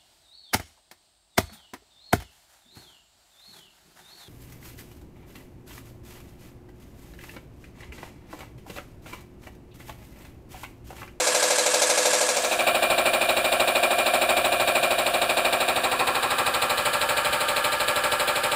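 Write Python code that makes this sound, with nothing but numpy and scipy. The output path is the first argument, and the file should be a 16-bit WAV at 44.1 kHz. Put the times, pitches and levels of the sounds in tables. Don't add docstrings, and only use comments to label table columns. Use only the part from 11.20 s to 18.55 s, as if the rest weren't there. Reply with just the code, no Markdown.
import sys
import numpy as np
from scipy import signal
from scipy.fft import rfft, irfft, next_fast_len
from scipy.io import wavfile
from scipy.ndimage import uniform_filter1d, map_coordinates

SR = 44100
rng = np.random.default_rng(int(sys.argv[2]) if len(sys.argv) > 2 else 0)


def wav_record(signal):
    frames = np.transpose(np.atleast_2d(signal))
    bounded = np.clip(frames, -1, 1)
    quanta = np.round(bounded * 32767).astype(np.int16)
    wavfile.write(sys.argv[1], SR, quanta)


N = 324260


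def amp(db):
    return 10 ** (np.asarray(db) / 20)


def unit(x):
    return x / np.sqrt(np.mean(x ** 2) + 1e-20)


def noise():
    return rng.standard_normal(N)


def curve(rows):
    return np.interp(np.arange(N) / SR, *np.transpose(rows))


def along(points, hz):
    f, v = np.transpose(points)
    return np.interp(np.log(hz + 1), np.log(f + 1), v)


def slope(points):
    return lambda hz: amp(along(points, hz))


def resonant(modes):
    def gain(hz):
        power = sum(amp(db) ** 2 / (1 + ((hz - centre) / width) ** 2) ** 2
                    for centre, width, db in modes)
        return np.sqrt(power)
    return gain


def coloured(x, gain):
    size = next_fast_len(N + SR // 4, True) // 2 * 2
    log_gain = np.log(np.maximum(gain(np.fft.rfftfreq(size, 1 / SR)), 1e-6))
    cepstrum = irfft(log_gain, size)
    cepstrum[1:size // 2] *= 2
    cepstrum[size // 2 + 1:] = 0
    return irfft(rfft(x, size) * np.exp(rfft(cepstrum)), size)[:N]


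def filtered(x, gain):
    size = next_fast_len(N + SR // 4, True)
    return irfft(rfft(x, size) * gain(np.fft.rfftfreq(size, 1 / SR)), size)[..., :N]


def moving_band(x, hz, width_hz):
    turn = np.exp(2j * np.pi * np.cumsum(hz) / SR)
    pole = np.exp(-np.pi * width_hz / SR)
    return 2 * np.real(turn * signal.lfilter([1 - pole], [1, -pole], x / turn))


def wobble(rate_hz):
    knots = rng.standard_normal(int(N * rate_hz / SR) + 4)
    return map_coordinates(knots, [np.arange(N) * rate_hz / SR])


def pulses(times, sizes, response):
    index = np.clip(np.round(times * SR).astype(int) + SR, 0, None)
    return signal.fftconvolve(np.bincount(index, sizes, N + SR), response)[SR:SR + N]


def swell(rise, t60):
    t = np.arange(SR // 4) / SR
    return (1 - np.exp(-(t / rise) ** 2)) * amp(-60 * t / t60)


def stroke(rise, t60, length, shut_s=0.0064, tail_db=-5):
    t = np.arange(SR // 4) / SR
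    shut = (1 + np.tanh((t - length) / shut_s)) / 2
    return swell(rise, t60) * amp(tail_db * shut)


def echoes(envelope, band, count=8):
    x = envelope * rng.standard_normal(len(envelope))
    gain = band(np.fft.rfftfreq(len(x), 1 / SR))
    wanted = np.abs(uniform_filter1d(envelope ** 2, size=500))
    for _ in range(count):
        x = irfft(gain * np.exp(1j * np.angle(rfft(x))), len(x))
        x *= np.sqrt(wanted / (np.abs(uniform_filter1d(x ** 2, size=500)) + 1e-14))
    return x * np.sqrt(np.mean(gain ** 2) / np.sum(x ** 2))


def gated(times, sizes, envelope):
    power = np.abs(pulses(times, sizes ** 2, envelope ** 2))
    return unit(noise() * np.sqrt(power))


def scraped(times, sizes, envelope, repeats):
    share = lambda hz: np.clip(along(repeats, hz), 0, 1)
    marks = unit(pulses(times, sizes, echoes(envelope, np.ones_like)))
    same = filtered(marks, lambda hz: np.sqrt(share(hz)))
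    fresh = filtered(gated(times, sizes, envelope), lambda hz: np.sqrt(1 - share(hz)))
    return same + fresh


def chirps(times, sizes, hz, envelope):
    t = np.arange(len(envelope)) / SR
    tone = np.sin(2 * np.pi * np.cumsum(hz(t)) / SR)
    return unit(pulses(times, sizes, envelope * tone))


def steady_turns(t, speed_hz=12.751, dead_centre_s=0.0679):
    return speed_hz * (t - dead_centre_s)


def cresting_turns(t, peak_s=3.0166, peak_hz=13.03, change_hz_per_s=0.1122):
    since = t - peak_s
    return since * (peak_hz - change_hz_per_s * np.abs(since) / 2)


def strokes(turns, port_lead_s=0.006, scatter_db=-0.65):
    t = np.linspace(-.1, N / SR + .1, 1000)
    made = turns(t)
    whole = np.arange(np.ceil(made[0]), made[-1])
    times = np.interp(whole, made, t) - port_lead_s
    return times, amp(scatter_db * rng.standard_normal(len(times)))


# level/dB, rise/s, t60/s, bark rise/s, bark t60/s,
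# port open/s, lead on the steam/s, bass/dB re body
CHUFF_ROWS = [(-27.5, 0.0026, 0.28, 0.0012, 0.97, 0.061, -0.003, 2.5),
              (-25, 0.0057, 0.32, 0.0057, 0.38, 0.057, .005, 1),
              (-26.5, 0.0095, 0.363, 0.019, 0.45, 0.053, .004, 0.5),
              (-25, 0.012, 0.24, 0.028, 0.38, 0.044, .005, -1.5)]
# f/Hz, power share 0-1
TURBULENCE_SHARE = [(150, 0), (600, 0.07), (1100, 0.14), (1800, 0.01), (2600, 0.34), (4000, 0.39)]


def chuff(times, sizes, modes, db, rise, t60, bark_rise, bark_t60, length, lead, boom_db,
          boom_hz=440, bark_hz=800, boom_t60=0.53):
    above = lambda hz, edge: hz ** 12 / (hz ** 12 + edge ** 12)
    share = lambda hz: np.clip(along(TURBULENCE_SHARE, hz), 0, 1)
    boom_band = lambda hz: np.sqrt(1 - above(hz, boom_hz))
    body_band = lambda hz: np.sqrt(np.abs(above(hz, boom_hz) - above(hz, bark_hz)))
    bark_band = lambda hz: np.sqrt(above(hz, bark_hz))
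    boom = amp(boom_db) * echoes(swell(0.012, boom_t60), boom_band)
    body = echoes(stroke(rise, t60, length), body_band)
    bark_envelope = stroke(bark_rise, bark_t60, length)
    bark = echoes(bark_envelope, bark_band)
    repeated = unit(pulses(times - lead, sizes, boom + body + bark))
    pulse = filtered(repeated, lambda hz: np.sqrt(1 - share(hz)))
    rush = filtered(gated(times - lead, sizes, bark_envelope), lambda hz: np.sqrt(share(hz)))
    return amp(db) * unit(coloured(pulse + rush, resonant(modes)))


# t/s, lower f/Hz, its gain (linear, signed), upper f/Hz, its gain
GLIDE_ROWS = [(3.8, 700, 0.19, 1020, -0.49), (4.4, 730, 0.74, 1030, -0.88), (4.9, 774, 0.61, 1060, 0.48),
              (5.2, 800, 0.38, 1170, 0.33), (5.7, 795, 0, 1160, -0.5)]


def passing(x):
    rows = np.array(GLIDE_ROWS)
    low_hz, low_gain, high_hz, high_gain = (curve(rows[:, [0, k]]) for k in range(1, 5))
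    low = low_gain * moving_band(x, low_hz, width_hz=42)
    high = high_gain * moving_band(x, high_hz, width_hz=79)
    return x + low + high


# level/dB, final f/Hz, start above it/Hz, fall/s, t60/s, delay/s
HOOT_ROWS = [(-30, 497, 214, 0.01014, 0.15, 0.00251), (-27, 476, 303, 0.01092, 0.072, 0.00072),
             (-29, 548, 126.3, 0.0079, 0.064, 0.00502)]
# delay/s, level/dB re direct
HOOT_WALLS = [
    [(.01968, -4.5), (.02773, -6), (.05035, -6)],
    [(.01716, -0.5), (.03152, -1.5), (.04807, -9)],
    [(.0285, -10)],
]


def hoot(times, sizes, db, hz, drop_hz, fall, t60, delay, walls, rise=.002):
    pitch = lambda t: hz + drop_hz * np.exp(-t / fall)
    tone = chirps(times + delay, sizes, pitch, stroke(rise, t60, 0.095))
    reflect = lambda f: 1 + sum(amp(loss) * np.exp(-2j * np.pi * f * late) for late, loss in walls)
    return amp(db) * unit(filtered(tone, reflect))


def pop(times, sizes, db=-39.5, hz=600, drop_hz=900, fall_s=.003):
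    pitch = lambda t: hz + drop_hz * np.exp(-t / fall_s)
    return amp(db) * chirps(times + .0065, sizes, pitch, swell(rise=.0006, t60=0.036))


def spray(ragged_db, rate_hz=1100):
    return unit(amp(ragged_db * wobble(rate_hz)))


# t/s after the exhaust opens, far level/dB, close level/dB (both relative)
KNOCK_ROWS = [(.0045, -15, -1.5), (.0087, 1.5, 4), (0.0126, 0, -1.5), (.018, -7, -5.5), (0.022, -7, -5.5),
              (.028, -8, -7.5), (.049, -9, -10)]


def knocks(times, column, t60, jitter_s=.0002):
    rows = np.array(KNOCK_ROWS)
    delay, db = rows[:, 0], rows[:, column]
    when = times[:, None] + delay + jitter_s * rng.standard_normal((len(times), len(delay)))
    sizes = amp(db + rng.uniform(-2, 2, when.shape))
    click = swell(.00005, t60) * rng.standard_normal(SR // 4)
    return unit(pulses(when.ravel(), sizes.ravel(), click))


def inlet_whistle(times, sizes, hz=1690, drop_hz=170, fill_s=0.0414, db=-37.0):
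    pitch = lambda t: hz - drop_hz * np.minimum(t / fill_s, 1) ** 4
    return amp(db) * chirps(times + .041, sizes, pitch, stroke(.012, 0.21, fill_s))


def rubbing(times, repeats):
    period = np.mean(np.diff(times))
    envelope = np.sin(np.linspace(0, np.pi, int(2 * period * SR)))
    starts = np.r_[times[0] - period, times] - period / 2
    return scraped(starts, np.ones(len(starts)), envelope, repeats)


def leak_dip(times, depth, lead=0.0167, length=0.0051):
    t = np.arange(SR // 16) / SR
    dip = np.sin(np.pi * np.minimum(t / length, 1)) ** 2
    return 1 - np.clip(depth, 0, 1) * pulses(times - lead - length / 2, np.ones(len(times)), dip)


# f/Hz, power share 0-1
CLOSE_REPEATS = [(1700, .86), (2500, .68), (4000, .55), (8000, .55), (10000, .68)]
# f/Hz, width/Hz, level/dB (relative)
CYLINDER_MODES = [(1588, 100, 0.5), (1680, 93, -1.5)]


def singing(times, db):
    return amp(db) * unit(coloured(rubbing(times, CLOSE_REPEATS), resonant(CYLINDER_MODES)))


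def bench(x, wet_db, t60):
    tail = swell(0.00052, t60) * rng.standard_normal(SR // 4)
    tail /= np.linalg.norm(tail)
    return unit(x + amp(wet_db) * signal.fftconvolve(x, tail)[:N])


def thump(times, sizes, hz, delay, length):
    t = np.arange(-SR // 16, SR // 16) / SR
    push = np.sin(2 * np.pi * hz * t) * np.exp(-(t / length) ** 2)
    return unit(pulses(times + delay + t[0], sizes, push))


# f/Hz, width/Hz, level/dB (relative)
FAR_MODES = [(258, 10, -19.5), (320.4, 8.6, -10.5), (499, 12, -2.5), (556, 86, -5), (696, 37, -8),
             (876, 140, -12), (980, 120, -16), (1330, 150, -16), (1655, 58, -10), (2460, 370, -17)]
# f/Hz, power share 0-1
FAR_REPEATS = [(1700, .88), (2500, .68), (4000, .52), (8000, .25)]
# f/Hz, level/dB (relative)
FAR_SPIT = [(1180, -42), (2000, -6), (2520, -8.5), (3040, -9), (3870, -2.5), (5500, -4.5), (6140, 1),
            (8220, -6.5), (12700, -15), (14600, -36), (15500, -99)]
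FAR_LEAK = [(700, -12), (1500, 2.5), (1900, -8.5), (2400, -1), (2950, -6), (3900, -4.5), (6000, -5.5),
            (8240, -1), (10500, -13), (13200, -22), (14500, -45), (15500, -59)]


def far_view(times, sizes, low_hz=150, ring_db=-39.5):
    steam = scraped(times, sizes, swell(rise=0.0094, t60=0.23), FAR_REPEATS)
    spit = amp(-26.5) * bench(steam * spray(ragged_db=4), wet_db=2, t60=0.051)
    ticks = amp(-27.0) * knocks(times, column=1, t60=0.012)
    treble = amp(-26.5) * unit(coloured(spit + ticks, slope(FAR_SPIT)))
    inlet = gated(times + 0.052, sizes, swell(rise=0.0074, t60=0.11))
    hiss = bench(amp(-3.0) * inlet + rubbing(times, FAR_REPEATS), wet_db=1.0, t60=0.12)
    hiss = hiss * leak_dip(times, depth=0.31, lead=0.0011, length=0.0086)
    leak = amp(-26.0) * unit(coloured(hiss * spray(ragged_db=1.0), slope(FAR_LEAK)))
    tones = pop(times, sizes) + hoot(times, sizes, *HOOT_ROWS[0], HOOT_WALLS[0])
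    tones = tones + inlet_whistle(times, sizes) + singing(times, ring_db)
    engine = chuff(times, sizes, FAR_MODES, *CHUFF_ROWS[0]) + treble + leak + tones
    thinned = filtered(engine, lambda hz: hz ** 4 / (hz ** 4 + low_hz ** 4))
    return thinned + amp(-57) * thump(times, sizes, hz=161.0, delay=0.0063, length=0.014)


# f/Hz, width/Hz, level/dB (relative)
NEAR_MODES = [(246, 32, -17), (358, 39, -12), (547, 20, -3), (640, 18, -8), (704, 33, 0), (826, 47, -13),
              (919, 23, -14), (1080, 125, -14), (1342, 34, -9.5), (1530, 210, -17), (1910, 110, -23.5),
              (2363, 75, -10.5), (2590, 420, -17)]
BESIDE_MODES = [(251, 14.5, -10.5), (369, 92, -9.5), (506.4, 17.4, 2), (576, 21, -4), (756, 124, -3.5),
                (905, 75, -5.5), (1050, 63, -1.1), (1185, 34, -3.5), (1340, 50, -1), (1790, 290, -11),
                (2465, 140, -5.5), (2600, 410, -19.5)]
BEHIND_MODES = [(252, 50, -24), (330, 81, -21), (502.5, 15, -8), (563.2, 25, -3.5), (788, 13.5, -7.5),
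                (909, 24, -7.5), (980, 47, -14.5), (1188, 56, -4), (1361, 30, -8.5), (1580, 130, -19),
                (1690, 35, -8.5), (2330, 310, -19)]
# level/dB (relative), rise/s, t60/s, port open/s
SPIT_ROWS = [(-30.5, 0.011, 0.11, 0.061), (-31.5, 0.0063, 0.17, 0.037), (-30, 0.0063, 0.247, 0.054)]
# f/Hz, level/dB (relative)
CLOSE_SPIT = [(1400, -22), (2500, -4.5), (2950, -9), (3700, -10), (4550, -13.5), (5300, -15), (6000, -23.5),
              (7600, -12), (9400, -13.5), (10500, -20), (11500, -19), (12500, -21.5), (14200, -17.5),
              (15500, -19)]
CLOSE_LEAK = [(1760, -20), (3000, -4.5), (3390, -11), (3710, -8.5), (4440, -12.5), (6010, -21),
              (7430, -17.5), (8180, -16.5), (11100, -17), (11800, -26), (12000, -24), (12400, -25),
              (13200, -17), (14800, -19), (15500, -40)]
# f/Hz, width/Hz, level/dB (relative)
FRAME_MODES = [(3860, 170, 3.5), (4370, 520, -2.5)]
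WHISTLE_MODES = [(2394, 29, -1), (9610, 140, -17), (14450, 190, -22)]


def close_view(times, sizes, place, ring_near_db=-40, ring_db_per_place=3):
    weights = [np.sqrt(np.clip(1 - np.abs(place - k), 0, 1)) for k in range(3)]
    places = zip(weights, (NEAR_MODES, BESIDE_MODES, BEHIND_MODES), CHUFF_ROWS[1:])
    beat = passing(sum(w * chuff(times, sizes, modes, *row) for w, modes, row in places))
    near_hoot = weights[0] * hoot(times, sizes, *HOOT_ROWS[1], HOOT_WALLS[1])
    behind_hoot = weights[2] * hoot(times, sizes, *HOOT_ROWS[2], HOOT_WALLS[2], rise=0.02)
    spit = sum(w * amp(db) * scraped(times - .002, sizes, stroke(*shape), CLOSE_REPEATS)
               for w, (db, *shape) in zip(weights, SPIT_ROWS))
    rattle = knocks(times, column=2, t60=0.0051)
    ticks = amp(-38.0) * rattle + amp(-38.5) * unit(coloured(rattle, resonant(FRAME_MODES)))
    treble = amp(-30.5) * unit(coloured(spit * spray(ragged_db=1.5) + ticks, slope(CLOSE_SPIT)))
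    leak = amp(-35.0) * unit(coloured(rubbing(times, CLOSE_REPEATS), slope(CLOSE_LEAK)))
    steam = amp(-31.5) * sum(w * bench(treble + leak, wet_db=-2.5, t60=0.046) for w in weights)
    jet = scraped(times, sizes, swell(rise=0.0092, t60=0.29), CLOSE_REPEATS)
    jet = jet + amp(-1.5) * rubbing(times, CLOSE_REPEATS)
    whistle = amp(-29.5) * weights[0] ** 3 * unit(coloured(jet, resonant(WHISTLE_MODES)))
    ring = singing(times, ring_near_db + ring_db_per_place * place)
    push = thump(times, sizes, hz=120.0, delay=0.0234, length=0.015)
    push = amp(-51.5) * np.minimum(place, 1) * push
    dipped = leak_dip(times, depth=0.3) * (steam + whistle)
    return beat + near_hoot + behind_hoot + ring + push + dipped


def reflection_notches(x, notch_hz=6050, width_hz=700, octave_hz=12030, octave_width_hz=300,
                       notch_db=-9, octave_db=-32):
    dip = lambda hz, centre, width: np.exp(-((hz - centre) / width) ** 2)
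    gain = lambda hz: amp(notch_db * dip(hz, notch_hz, width_hz)
                          + octave_db * dip(hz, octave_hz, octave_width_hz))
    return filtered(x, gain)


# f/Hz, width/Hz, level/dB (relative)
BED_MODES = [(138, 22, 1.5), (280, 55, -3), (715, 91, 11.5)]


def steady_bed(db=-45):
    return amp(db) * unit(coloured(noise(), resonant(BED_MODES)))


# t/s, level/dB
BUMP_ROWS = [(1.714, -36), (6.1, -37)]
# f/Hz, level/dB (relative)
RUMBLE_SPECTRUM = [(12, -38), (20, -4), (48, 5.5), (129, 9), (180, -5), (230, -44), (400, -120)]


def handling(grip_db=-54.5, sway_db=2.5, hum_hz=64, hum_db=-55):
    bump_s, bump_db = np.transpose(BUMP_ROWS)
    level_db = grip_db + sway_db * wobble(1.1) + 0.73 * wobble(6.6)
    rumble = amp(level_db) * unit(coloured(noise(), slope(RUMBLE_SPECTRUM)))
    hum = amp(hum_db + 1.5 * wobble(2.66)) * np.sin(2 * np.pi * hum_hz * np.arange(N) / SR)
    thud = unit(coloured(noise(), resonant([(130, 100, 0)])))
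    bumps = thud * pulses(bump_s - .01, amp(bump_db), swell(rise=0.0019, t60=0.13))
    return rumble + hum + bumps


# t/s, close share 0-1
CLOSE_SHARE = [(1.0, 0.04), (1.5, 0.99)]
# t/s, place (0 near, 1 beside, 2 behind)
PLACE_ROWS = [(3.7, 0.29), (4.4, 0.58), (4.85, 1.04), (5.3, 1.23), (5.7, 1.56), (6.1, 1.72)]


def scene(far_db=-0.5, peak_db=0.87, peak_s=3.0166, sag_db_per_s=0.14):
    close = np.clip(curve(CLOSE_SHARE), 0, 1)
    place = np.clip(curve(PLACE_ROWS), 0, 2)
    effort_db = peak_db - sag_db_per_s * (np.arange(N) / SR - peak_s)
    far = amp(far_db) * far_view(*strokes(steady_turns))
    near = amp(effort_db) * reflection_notches(close_view(*strokes(cresting_turns), place))
    return ((1 - close) * far + close * (near + handling() + steady_bed()))[None]


def record(dry, top_hz=15600):
    return filtered(dry, lambda hz: hz < top_hz)


dry = scene()
out = record(dry)
wav_record(out)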